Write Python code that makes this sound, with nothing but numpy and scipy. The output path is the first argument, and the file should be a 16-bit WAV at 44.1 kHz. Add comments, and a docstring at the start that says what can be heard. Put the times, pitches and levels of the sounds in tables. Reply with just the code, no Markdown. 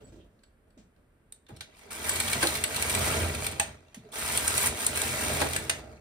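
"""A hand brushes, taps and bumps a knitting machine, then pushes its carriage along the needle beds and back.
Needles rattle through the cams and steel slides on steel: noise shaped by each needle's touches.
The table rumbles with the speed; sprung cam flaps click as noise bursts with ringing partials,
the carriage judders in swelling runs of slips, and the cams snap into and out of the row of needles.
A small room, heard from close by through two microphone ports."""
import sys
import numpy as np
from scipy import signal
from scipy.fft import rfft, irfft, next_fast_len
from scipy.io import wavfile
from scipy.ndimage import uniform_filter1d

SR = 44100
rng = np.random.default_rng(int(sys.argv[2]) if len(sys.argv) > 2 else 0)


def generate_wav(sig):
    """Save sig (samples, or channels by samples) to the path in sys.argv[1] as 16-bit PCM at SR."""
    pcm = np.round(np.clip(np.atleast_2d(sig).T, -1, 1) * 32767).astype(np.int16)
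    wavfile.write(sys.argv[1], SR, pcm)


N = 264715
T = np.arange(N) / SR   # time in seconds

# The carriage's speed, out and back. Each row: time in seconds, needles passed per second.
CARRIAGE_SPEED = [(1.5, 24), (1.78, 21.2), (2.08, 48.6), (2.72, 47.4), (2.94, 57.8), (3.14, 65.5),
                  (3.33, 51.4), (3.68, 36.3), (3.8, 23.2), (3.92, 20.3), (4.1, 26.5), (4.18, 44),
                  (4.65, 52.5), (4.78, 44.8), (5.12, 51.5), (5.33, 61), (5.64, 42.8), (6.0, 31.6)]
PUSH_S = CARRIAGE_SPEED[0][0]   # the push begins
# Cam flaps and levers clicking. Each row: start in seconds, crack level in dB, casing knock and
# spring ring in dB relative to the crack, chatter in seconds, pitch the knock favours in Hz, flap pitch in Hz.
FLAP_CLICKS = [(0.036, -78.5, -6, 28.5, 0.044, 3500, 7900), (0.434, -61, 2.5, 6, 0.0058, 4530, 7740),
               (0.703, -70, -1, 2, .003, 4450, 7900), (1.3227, -27.5, -20, -16.5, 0.00048, 3690, 8720),
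               (1.4917, -62, 0, -16, .0043, 1610, 8600), (1.563, -45, -7, -12, .009, 5500, 8400),
               (1.607, -42, 7, -22, 0.0029, 3870, 7640), (1.608, -51, 12.5, -20, 0.0036, 1440, 8700),
               (1.907, -40, -2, -22, 0.0031, 2270, 8900), (2.046, -29, -13, -15, .005, 2290, 8700),
               (2.0927, -12.5, -16, -1.5, 0.0032, 3220, 7800), (2.157, -19, -11, -20, 0.0062, 3300, 8800),
               (2.2, -14.5, -8.5, -8.5, 0.004, 2310, 9400), (2.279, -26, -2.5, -15, 0.0045, 3270, 8900),
               (2.3132, -34, -5, -15, .003, 2250, 8800), (2.3306, -13.5, -7, -8, 0.0022, 2300, 8800),
               (2.4282, -13.5, -11, -10, 0.0043, 1560, 9000), (2.47, -14, -6, -10, .0025, 4140, 9400),
               (2.552, -24, -5.5, -19, 0.0079, 2180, 8700), (2.638, -11.5, -10, -7, 0.0039, 2350, 8840),
               (2.7439, -25, -9, -20, 0.0031, 2350, 8800), (2.761, -18, -8.5, -25, .006, 3620, 8870),
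               (2.8233, -12, -11, -18, .002, 2290, 7500), (2.8951, -18.5, -12, -17, 0.013, 2340, 8820),
               (2.949, -13, -12.5, -7, .003, 2400, 8000), (3.051, -26, -14, -18, .002, 3250, 8900),
               (3.218, -32, -19, -18, .004, 2300, 8800), (3.348, -24.5, -8, -21, 0.0044, 2440, 8800),
               (3.4214, -31, -4, -20, .002, 2400, 8800), (3.4428, -24.5, -6, -18, .003, 2350, 8800),
               (3.465, -15.5, -11.5, -19, .004, 2350, 8760), (3.512, -29, -13, -20, 0.013, 2360, 8700),
               (4.118, -39, -15, -19, .005, 2300, 8800), (4.3404, -30, -19, -18, .002, 3400, 9000),
               (4.3734, -10.5, -14.5, -16, 0.0031, 3400, 9160), (4.477, -8.5, -19, -14, 0.0036, 2312, 9200),
               (4.5778, -11, -18, -10, .0027, 4368, 9730), (4.6695, -11.5, -23, -25, .0051, 2340, 9150),
               (4.8041, -23, -13, -18, .002, 2400, 8976), (4.8461, -20, -23, -20, .0008, 3400, 9040),
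               (4.8645, -7.5, -19.5, -31, 0.0037, 3690, 8300), (4.958, -18, -19, -18, .003, 2480, 8950),
               (4.973, -15.5, -14, -21, 0.0018, 2490, 8970), (5.0157, -12, -16.5, -15, 0.0028, 3711, 8176),
               (5.075, -28, -15, -18, .002, 2400, 9100), (5.5324, -20.5, -9.5, -19, .003, 2319, 8810),
               (5.5622, -12, -10.5, -10.5, 0.0022, 1743, 8750)]
CLICK_RISE_S = .001
# spread of the grip of rubbing skin and yarn in dB, 0 for smooth; steps per second
GRIP_STEPS_PER_S, GRIP_SPREAD_DB = 100, 0


def from_db(db):
    """Decibels to gain."""
    return 10 ** (np.asarray(db) / 20)


def rms_one(x):
    """Scale to unit power."""
    return x / np.sqrt(np.mean(x ** 2) + 1e-20)


def even_out(x, window):
    """Divide out the slow swells of the level, keeping the quick detail."""
    return x / np.sqrt(uniform_filter1d(x[0] ** 2, window) + 1e-6)


def at_hz(points, hz):
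    """Read a table along log frequency."""
    f, value = np.transpose(points)
    return np.interp(np.log(np.maximum(hz, 1)), np.log(f), value)


def noise():
    """Two unrelated white noises: what the ports share, and what differs between them."""
    return rng.standard_normal((2, N))


def colour(x, spectrum, size=4096):
    """Causal (minimum-phase) filter with the given spectrum; white noise keeps its power."""
    log_gain = np.log(from_db(at_hz(spectrum, np.fft.rfftfreq(size, 1 / SR))))
    # folding the cepstrum onto positive times makes the filter minimum-phase
    cepstrum = irfft(log_gain)
    cepstrum[1:size // 2] *= 2
    cepstrum[size // 2 + 1:] = 0
    response = irfft(np.exp(rfft(cepstrum)))
    return signal.oaconvolve(x, response[None] / np.linalg.norm(response), axes=1)[:, :N]


def resonate(x, modes):
    """Parallel resonances of alternating sign; white noise keeps its power."""
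    out, power = 0, 0
    for k, (hz, width, db) in enumerate(modes):
        r = np.exp(-np.pi * width / SR)
        zeros = np.array([1, 0, -1]) * (1 - r * r) / 2
        poles = [1, -2 * r * np.cos(2 * np.pi * hz / SR), r * r]
        out = out + (-1) ** k * from_db(db) * signal.lfilter(zeros, poles, x + 1e-18)
        power += from_db(db) ** 2 * (1 - r)
    return out / np.sqrt(power)


def blow(rise_s, hold_s, t60):
    """Envelope of one contact: it builds, chatters for a moment and dies."""
    t = T[:SR // 2]
    return np.minimum(t / rise_s, 1) * from_db(-60 * np.maximum(t - hold_s, 0) / t60)


def ring(hz, rise_s, t60):
    """One dying tone, a quarter cycle apart in the two rows so that both ports hear it."""
    t = T[:SR // 5]
    phase = rng.random() + np.array([[0], [rng.choice([-1, 1]) / 4]])
    return blow(rise_s, rise_s, t60)[:len(t)] * np.sin(2 * np.pi * (hz * t + phase))


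def add(out, s, sound):
    """Mix a sound in at time s."""
    start = max(round(s * SR), 0)
    out[..., start:start + sound.shape[-1]] += sound[..., :N - start]


def hump(s, width_s):
    """A smooth rise and fall around time s, height 1."""
    return np.exp(-np.minimum(((T - s) / width_s) ** 2, 20))


def uneven(per_s, spread_db):
    """Randomly wandering gain of a contact; unit power, and constant when the spread is 0 dB."""
    grip = np.clip(rng.standard_normal(4096), -2, 2)
    return rms_one(from_db(spread_db * np.interp(T * per_s, np.arange(4096), grip)))


def air():
    """Steady background of the quiet room: noise with a coloured spectrum."""
    # Background spectrum. Each row: frequency in Hz, relative level in dB per Hz.
    air_spectrum = [(15, -52), (25, 17.5), (59, -6.5), (384, -14.5), (911, -23.5), (1610, -22), (6380, -47),
                    (7110, -39.5), (9320, -36.5), (10700, -37), (11600, -42.5), (14000, -39), (16000, -85)]
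    return from_db(-62) * colour(noise(), air_spectrum)


def skin():
    """Skin resting on and stroking the casing: smooth noise, a dull rub and a bright swish."""
    # The hand brushes the casing. Each row: start in seconds, length in seconds,
    # dull rub in dB, bright swish in dB.
    brushes = [(0.006, 0.024, -50, -72), (0.065, 0.031, -58.5, -70), (0.12, .02, -55.5, -71),
               (0.158, 0.036, -59, -78), (0.241, 0.01, -60, -84), (0.303, 0.19, -78, -87),
               (0.671, .01, -65, -92), (0.774, 0.017, -57.5, -64.5), (0.969, 0.011, -65, -88),
               (1.506, 0.019, -53, -81)]
    # Dull rub spectrum. Each row: frequency in Hz, relative level in dB per Hz.
    rub_spectrum = [(60, 11.5), (150, 1.5), (330, -2), (550, -2), (900, -15), (2000, -25), (5000, -37)]
    # Bright swish spectrum. Each row: frequency in Hz, relative level in dB per Hz.
    swish_spectrum = [(600, -25), (1500, 4), (3000, 5), (5000, 2.5), (8000, 6.5), (12000, -38),
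                      (16000, -16)]
    # the hand rests on the handle until the push begins
    rub, swish = from_db(-72.5) * (T < PUSH_S), np.zeros(N)
    for s, length_s, rub_db, swish_db in brushes:
        stroke = blow(rise_s=0.0025, hold_s=length_s, t60=0.19)
        add(rub, s, from_db(rub_db) * stroke)
        add(swish, s, from_db(swish_db) * stroke)
    out = from_db(2.0) * rub * colour(noise(), rub_spectrum) + swish * colour(noise(), swish_spectrum)
    return out * uneven(GRIP_STEPS_PER_S, GRIP_SPREAD_DB)


def bumps():
    """Soft thuds that glide down in pitch and rattle as they die: bending waves arrive highest first."""
    # Soft bumps on the machine. Each row: start in seconds, level in dB, first pitch in Hz,
    # pitch it settles towards in Hz.
    bump_rows = [(0.008, -54, 480, 262), (0.08, -50, 119, 68.6), (0.124, -49.5, 382, 298),
                 (0.168, -48, 364, 296), (0.77, -54, 367, 149), (1.493, -55, 700, 201),
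                 (1.522, -43.5, 168, 73), (1.86, -53, 428, 380), (1.996, -43, 422, 338.1),
                 (2.36, -33.5, 230, 91.6), (2.962, -29.5, 103.1, 79), (3.206, -27, 111, 85.57),
                 (3.35, -32.5, 107, 82.5), (3.967, -44.5, 300, 99), (4.044, -50.5, 479.7, 400.2),
                 (4.676, -40, 149, 79), (5.86, -52, 379, 327)]
    thuds = np.zeros(N)
    for s, db, first_hz, last_hz in bump_rows:
        hz = last_hz + (first_hz - last_hz) * np.exp(-T[:SR // 2] / 0.0149)
        tone = np.sin(2 * np.pi * np.cumsum(hz) / SR)
        add(thuds, s, from_db(db) * blow(0.0019, 0.016, 0.15) * tone)
    return thuds * uneven(per_s=220, spread_db=4)


def hands():
    """Skin rubs and swishes in both noises; the bumps go only into the sound the ports share."""
    out = skin()
    out[0] += bumps()
    return out


def yarn():
    """Yarn scrapes steadily through its wire guide: noise through the guide's resonances."""
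    # Pulls of the yarn. Each row: start in seconds, swell in seconds, level in dB.
    yarn_pulls = [(0.003, 0.0027, -67), (0.13, .015, -73), (0.18, .035, -64.5)]
    # Resonances of the guide. Each row: frequency in Hz, width in Hz, level in dB.
    guide_modes = [(3400, 740, -1), (2700, 430, 0)]
    pull = np.zeros(N)
    for s, swell_s, db in yarn_pulls:
        add(pull, s, from_db(db) * blow(swell_s, swell_s, 0.15))
    return resonate(pull * uneven(GRIP_STEPS_PER_S, GRIP_SPREAD_DB) * noise(), guide_modes)


def knock(chatter_s, favoured_hz):
    """The casing is knocked; the spot struck decides which resonances rattle most and which tone rings on."""
    # Resonances of the casing. Each row: frequency in Hz, width in Hz,
    # level in dB before the favouring below.
    casing_modes = [(1520, 63, 6.5), (1766, 41, 8), (2320, 320, 4.5), (2800, 102, 6.5), (3270, 490, 1),
                    (3620, 70, 9.5), (4070, 910, 5.5), (4390, 170, 4.5)]
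    db_per_octave = 6   # lost for each octave away from the favoured pitch
    favoured_modes = []
    for hz, width, db in casing_modes:
        octaves_away = abs(np.log2(hz / favoured_hz))
        favoured_modes.append((hz, width, db - db_per_octave * octaves_away))
    envelope = blow(CLICK_RISE_S, chatter_s, 0.024)[:SR // 5]
    rattle = resonate(envelope * rng.standard_normal((2, SR // 5)), favoured_modes)
    return from_db(-2) * rattle + from_db(-3) * ring(favoured_hz, CLICK_RISE_S, 0.036)


def clicks():
    """A sprung flap chatters for milliseconds, knocks the casing and rings with its spring; nails tap too."""
    # Fingernails tap the casing. Each row: start in seconds, level in dB, pitch the knock favours in Hz.
    nail_taps = [(0.128, -63, 1600), (0.155, -66, 3600), (0.39, -68, 4500), (0.435, -57, 1560),
                 (0.704, -70, 1550), (0.961, -66, 1520), (1.465, -57, 3600), (1.466, -60, 1800)]
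    # Close partials of a flap. Each row: ratio to its pitch, level in dB relative to the crack.
    flap_modes = [(.955, -19), (1, -11.5), (1.05, -12.5)]
    # The flap spring. Each row: frequency in Hz, level in dB, t60 in seconds.
    spring_modes = [(1524, -19, 0.039), (4490, -21, .1), (7840, -1, 0.051)]
    # Crack spectrum. Each row: frequency in Hz, relative level in dB per Hz.
    crack_spectrum = [(500, -18.5), (2000, -10.5), (5500, -9.5), (8000, 4.5), (10000, 1.5), (12500, 0),
                      (15500, -19)]
    force, out = np.zeros(N), np.zeros((2, N))
    for s, db, knock_db, spring_db, chatter_s, favoured_hz, flap_hz in FLAP_CLICKS:
        add(force, s, from_db(db) * blow(CLICK_RISE_S, chatter_s, 0.017))
        add(out, s, from_db(db + knock_db) * knock(chatter_s, favoured_hz))
        for ratio, mode_db in flap_modes:
            add(out, s, from_db(db + mode_db) * ring(ratio * flap_hz, CLICK_RISE_S, t60=0.019))
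        for hz, mode_db, t60 in spring_modes:
            add(out, s, from_db(db + spring_db + mode_db) * ring(hz, chatter_s / 2, t60))
    for s, db, favoured_hz in nail_taps:
        add(out, s, from_db(db) * knock(0.0024, favoured_hz))
    return out + from_db(-11.5) * colour(force * noise(), crack_spectrum)


def judders():
    """The carriage drags on its rail in a swelling run of slips: its plates rattle, then its shell booms."""
    # The carriage jerks into motion or judders. Each row: start in seconds, rattle in dB, boom in dB,
    # swell in seconds, hold in seconds.
    judder_rows = [(1.483, -51, -45.5, 0.0074, .007), (2.413, -24, -23.5, 0.012, 0.022),
                   (5.396, -26, -23.5, 0.01, 0.025)]
    # Rattling steel plates. Each row: frequency in Hz, width in Hz, level in dB.
    plate_modes = [(1050, 130, -2), (1497, 110, 3), (1615, 160, 2.5), (2420, 500, -3), (3340, 530, -4),
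                   (4400, 720, -6.5), (8300, 4500, -10.5)]
    # The booming shell. Each row: frequency in Hz, width in Hz, level in dB.
    shell_modes = [(325, 24, 8.5), (390, 22, 2.5), (510, 180, -0.5), (662, 147, 1.5), (777, 170, -0.5)]
    boom_lag_s = 0.0056   # the boom builds later than the rattle
    rattle, boom = np.zeros(N), np.zeros(N)
    for s, rattle_db, boom_db, swell_s, hold_s in judder_rows:
        add(rattle, s, from_db(rattle_db) * blow(swell_s, hold_s, 0.068))
        add(boom, s + boom_lag_s, from_db(boom_db) * blow(swell_s, hold_s, 0.15))
    slips = noise() * uneven(per_s=450, spread_db=4.5)
    plates = from_db(1.5) * resonate(rattle * slips, plate_modes)
    shell = from_db(1.0) * resonate(boom * slips, shell_modes)
    return plates + shell


def speed():
    """Needles passed per second."""
    return np.maximum(np.interp(T, *np.transpose(CARRIAGE_SPEED)), 1)


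def by_speed(law):
    """Gain of a layer that grows with the speed of the carriage; silent until it moves."""
    cruise_db, db_per_doubling, lag_s = law
    cruise_per_s = 50   # needles per second
    gain = (T > PUSH_S) * from_db(cruise_db + db_per_doubling * np.log2(speed() / cruise_per_s))
    return np.interp(T - lag_s, T, gain)


def load_curve(rows):
    """Gain in time from rows of seconds and dB; silent away from the rows."""
    s, db = np.transpose(rows)
    inside = np.interp(T, [s[0] - .005, s[0], s[-1], s[-1] + .012], [0, 1, 1, 0])
    return inside * from_db(np.interp(T, s, db))


def cam_load():
    """Pressure of the cams on the needles, swelling slightly around each flap click."""
    # The leading cam grazes the first needles. Each row: time in seconds, load in dB.
    load_graze = [(1.7, -31), (1.79, -12.5), (1.84, -17.5), (1.895, -24)]
    # How hard the cams bear going out. 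Each row: time in seconds, load in dB.
    load_out = [(1.908, -3), (2.02, -6.5), (2.06, -2), (2.56, -0.5), (2.63, -7.5), (2.77, -2.5), (3.1, 0),
                (3.38, -7.5), (3.46, -4.5), (3.5, -10.5), (3.58, -12), (3.67, -12), (3.76, -26)]
    # How hard they bear coming back. Each row: time in seconds, load in dB.
    load_back = [(4.125, -6.5), (4.16, -1.5), (4.28, 1.5), (4.42, -0.5), (4.66, 4), (4.72, -8), (4.8, -1),
                 (4.92, -5), (4.98, -1), (5.26, 0), (5.54, -4.5), (5.68, -10), (5.8, -14.5)]
    swell_db, lead_s, width_s = 1.5, 0.0023, 0.029
    swell = sum(hump(s - lead_s, width_s) for s, *_ in FLAP_CLICKS)
    load = load_curve(load_graze) + load_curve(load_out) + load_curve(load_back)
    return load * from_db(swell_db * swell)


def needle_contacts(count, jitter_s, spread_db, t60, sliding):
    """Every needle meets several cam faces in turn; each touch is a brief rasp above steady sliding."""
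    travel = np.cumsum(speed()) / SR   # needles passed so far
    touches = np.zeros(N)
    for face in rng.random(count):
        s = np.interp(np.arange(int(travel[-1]) - 1) + face, travel, T)
        late, force = np.clip(rng.standard_normal((512, 2))[:len(s)].T, -2, 2)
        index = np.clip((s + jitter_s * late) * SR, 0, N - 1).astype(int)
        touches[index] += from_db(spread_db * force) ** 2
    # this is power, so its decay in dB is doubled
    power = signal.lfilter([1], [1, -from_db(-120 / (t60 * SR))], touches + 1e-18)
    power /= uniform_filter1d(power, SR // 12) + 1e-6
    return noise() * np.sqrt((power + sliding) / (1 + sliding))


def pings(count, spread_db):
    """Each passing needle flicks several small steel parts, each ringing briefly at its own pitch."""
    travel = np.cumsum(speed()) / SR
    out = np.zeros((2, N))
    for k, (late, pitch, force, *phases) in enumerate(rng.random((int(travel[-1]) * count, 5))):
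        hz = 800 * 16 ** pitch
        t60 = .036 * (2000 / hz) ** .7   # higher parts ring more briefly
        t = T[:int(t60 * SR)]
        envelope = from_db(spread_db * force - 60 * t / t60)
        tone = envelope * np.sin(2 * np.pi * (hz * t + np.array(phases)[:, None]))
        s = np.searchsorted(travel, (k + late) / count) / SR
        add(out, s, np.sqrt(hz / t60) * tone)   # even power per Hz
    return even_out(out, SR // 4)


def ticks():
    """Latches flick shut at uneven gaps, more often at speed, with slightly varying force."""
    ticks_per_needle, tick_db, spread_db, t60 = 1.6, 3.5, 1, 0.0035
    shut = rng.random(N) < ticks_per_needle * speed() / SR
    force = shut * from_db(tick_db + spread_db * np.minimum(rng.exponential(1, N), 3))
    return noise() * signal.lfilter([1], [1, -from_db(-60 / (t60 * SR))], force + 1e-18)


def carriage():
    """Needle contacts shake the table, the bed and the needles themselves; the latches add a bright scrape."""
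    # How each layer follows the carriage. Each law: level in dB at cruising speed,
    # dB gained per doubling of the speed, lag in seconds.
    rumble_law = (-41.5, 20.8, 0.054)
    drone_law = (-41.5, 19.4, 0)
    clatter_law = (-35, 9.4, 0)
    scrape_law = (-34.5, 4.7, 0)
    # The rumble drops out briefly. Each row: time in seconds, depth in dB.
    rumble_dips = [(2.69, 13), (4.8, 18), (4.1, 6), (5.2, 7)]
    # Resonances of the table, the bed, the needles with their bed plates, and the latches.
    # Each row: frequency in Hz, width in Hz, level in dB.
    table_modes = [(63, 17.4, -7), (85.3, 10.9, 0), (126.7, 10.4, -7.5), (143, 12, -6.5)]
    bed_modes = [(227, 17, -5.5), (322.4, 26, 4.5), (387.5, 18, -0.5), (511.4, 44, 5.5), (616, 44, -6),
                 (716, 250, -8)]
    steel_modes = [(914, 360, 4.5), (1357, 53, -27), (1387, 54, -17), (1986, 87, 4), (2266, 63, 5.5),
                   (2616, 36, 4.5), (2970, 58, -27), (3230, 19, 1.5), (3995, 540, -3.5)]
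    latch_modes = [(8000, 260, 22.5), (8620, 170, 22), (9380, 480, 1), (10340, 140, -25.5),
                   (12300, 250, -22.5)]
    # Spectra of drone, clatter and scrape. Each row: frequency in Hz, relative level in dB per Hz.
    drone_spectrum = [(130, -16), (200, -7.5), (330, -7.5), (600, 2), (800, -7), (1200, -10), (2500, -39.5)]
    clatter_spectrum = [(400, -32.5), (800, 1), (1200, 2), (1700, 2), (2300, 3.5), (3000, 1), (4000, -1),
                        (5200, -7), (6500, -4.5), (9000, -20.5), (16000, -74)]
    scrape_spectrum = [(2500, -18), (5000, -3), (6800, -2), (7900, 1.5), (9500, 2.5), (11500, -1.5),
                       (13000, -1.5), (15500, -8.5)]

    load = cam_load()
    drone_gain = by_speed(drone_law)
    dips_db = sum(db * hump(s, width_s=0.032) for s, db in rumble_dips)
    rumble_gain = by_speed(rumble_law) * from_db(-dips_db)
    # loose needles still rattle a little without load; the latches answer the load more steeply
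    clatter_gain = by_speed(clatter_law) * (load + from_db(-19))
    scrape_gain = by_speed(scrape_law) * (load ** 1.48 + from_db(-40))

    butts = needle_contacts(count=4, jitter_s=.002, spread_db=3.5, t60=.02, sliding=.4)
    hooks = needle_contacts(count=2, jitter_s=.003, spread_db=1.5, t60=0.015, sliding=0.15)
    latches = needle_contacts(count=5, jitter_s=.003, spread_db=4.0, t60=.018, sliding=.5)
    tinkle = pings(count=16, spread_db=9)
    ticking = ticks()

    table = even_out(resonate(butts, table_modes), SR // 14)
    bed = resonate(butts, bed_modes) + from_db(-0.5) * colour(butts, drone_spectrum)
    # needle and latch noise is part rasp, part ringing, part ticks
    needle_force = .76 * butts + .48 * tinkle + .95 * ticking
    latch_force = .84 * latches + .27 * tinkle + 1.35 * ticking
    needles = from_db(-2.5) * colour(needle_force, clatter_spectrum)
    needles += from_db(-8.5) * resonate(hooks, steel_modes)
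    scrape = from_db(-1.5) * colour(latch_force, scrape_spectrum)
    scrape += from_db(-13.0) * resonate(hooks, latch_modes)
    rattle = drone_gain * bed + clatter_gain * needles + scrape_gain * scrape
    return rumble_gain * table, rattle


def snaps():
    """A hard broad crack and its rebound; the blow sets the frame ringing and the needles shivering."""
    # The cams snap into or out of the row of needles. Each row: start in seconds, peak in dB,
    # frame ringing and needle shiver in dB relative to the peak, chatter in seconds, end of the bed.
    snap_rows = [(1.607, -43.5, -8.5, -6, 0.0047, "left"), (3.5968, -18, -8.5, -15.5, 0.0028, "right"),
                 (3.944, -43.5, -18, -7, 0.0036, "right"), (5.695, -16, -11.5, -23, 0.0054, "left")]
    # The carriage frame. Each row: frequency in Hz, t60 in seconds,
    # level in dB when struck at the left end of the bed, level in dB at the right end.
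    frame_modes = [(660, 0.14, -9, -7.5), (809, 0.092, -19, -4), (924, 0.12, -18, -10),
                   (1597, 0.027, -14.5, -27.5), (1760, 0.046, -1, -2), (2047, 0.042, 0, -6),
                   (2350, 0.054, -20, -5), (2613, 0.04, -19, 1.5), (2830, 0.049, -1, -5),
                   (3304.4, 0.07, -10, -27), (3680, 0.12, -15, -26), (3870, 0.034, -13, -24),
                   (4330, .035, -14, -5.5), (6255, 0.066, -4, -24.5), (6540, 0.031, -8, 2),
                   (8280, 0.02, 2, 11.5), (8320, 0.097, -15, -13), (8580, 0.024, 7, 5.5),
                   (9400, 0.043, 0, -17)]
    # Snap spectrum. Each row: frequency in Hz, relative level in dB per Hz.
    snap_spectrum = [(200, -3), (500, -0.5), (800, 2), (1100, -2), (1900, 4), (2700, 3.5), (4000, 0.5),
                     (5200, -4.5), (6600, 3), (7400, -0.5), (8500, -4.5), (11000, 0.5), (15500, -16)]
    rebound_s, rebound_db = 0.0117, -19
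    rise_cycles = 12.6   # so the low modes take longer to build up
    crack, frame = np.zeros(N), np.zeros((2, N))
    for s, db, frame_db, shiver_db, chatter_s, end in snap_rows:
        strike = from_db(-5.5) * blow(CLICK_RISE_S, chatter_s, 0.014)
        shiver = from_db(shiver_db) * blow(0.0015, 0.0087, 0.13)
        add(crack, s, from_db(db) * (strike + shiver))
        add(crack, s + rebound_s, from_db(db + rebound_db) * strike)
        for hz, t60, left_db, right_db in frame_modes:
            mode_db = left_db if end == "left" else right_db
            add(frame, s, from_db(db + frame_db + mode_db) * ring(hz, rise_cycles / hz, t60))
    return colour(crack * noise(), snap_spectrum) + frame


def room(x, wet_db):
    """Reverberation: a dense noise tail in octave bands, each dying at its own rate, the top fastest."""
    # Decay of the room. Each row: frequency in Hz, t60 in seconds.
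    room_t60 = [(100, 0.47), (500, 0.15), (1400, 0.24), (3700, 0.27), (9000, 0.24), (15000, 0.013)]
    t, tail = T[:SR // 2], 0
    for hz in 88 * 2. ** np.arange(8):
        band = signal.butter(2, [hz / np.sqrt(2), hz * np.sqrt(2)], "band", fs=SR, output="sos")
        band_noise = signal.sosfilt(band, rng.standard_normal((2, len(t))))
        tail = tail + band_noise * from_db(-60 * t / at_hz(room_t60, hz))
    tail = rms_one(tail * np.minimum(t / 0.0018, 1)) / np.sqrt(len(t))
    return x + from_db(wet_db) * signal.fftconvolve(x, tail, axes=1)[:, :N]


def ports(x):
    """Shared and differing sound reach two ports; the treble arrives at the left one slightly later."""
    # How alike the two ports sound. Each row: frequency in Hz, likeness from 0 to 1.
    likeness = [(100, 0.97), (250, 0.91), (500, 0.42), (1200, 0.16), (3000, 0.17), (5000, 0.22),
                (7000, 0.58), (9300, 1), (11800, 1), (15000, 0.9)]
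    # Balance of the ports. Each row: frequency in Hz, left minus right in dB.
    tilt = [(80, -1.5), (150, 2), (260, -2.5), (500, -3), (1000, 1.5), (3500, -2), (8000, 0)]
    size = next_fast_len(N + SR // 10)
    hz = np.fft.rfftfreq(size, 1 / SR)
    shared, differing = rfft(x, size)
    alike = np.clip(at_hz(likeness, hz), 0, .995)
    mid = np.sqrt((1 + alike) / 2) * shared
    side = np.sqrt((1 - alike) / 2) * differing
    lag_s = .000214 * np.clip(hz / 3000, 0, 1) ** 2   # full lag from 3 kHz up
    lean = from_db(at_hz(tilt, hz) / 2)
    left = (mid + side) * np.exp(-2j * np.pi * hz * lag_s) * lean
    right = (mid - side) / lean
    return irfft(np.array([left, right]), size)[:, :N]


def scene():
    """The machine on its table, in a quiet room; the table's rumble and the air get no reverberation."""
    rumble, rattle = carriage()
    soft = room(hands() + yarn() + rattle, wet_db=-5.5)
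    hard = room(clicks() + judders() + snaps(), wet_db=-8.5)
    return ports(air() + soft + hard + rumble)


def record(dry):
    """The microphone sheds the deepest bass; the top is cut."""
    bass_cut = signal.butter(3, 44, "high", fs=SR, output="sos")
    top_cut = signal.ellip(10, .2, 80, 15750, fs=SR, output="sos")
    return signal.sosfilt(top_cut, signal.sosfilt(bass_cut, dry))


dry = scene()
out = record(dry)
generate_wav(out)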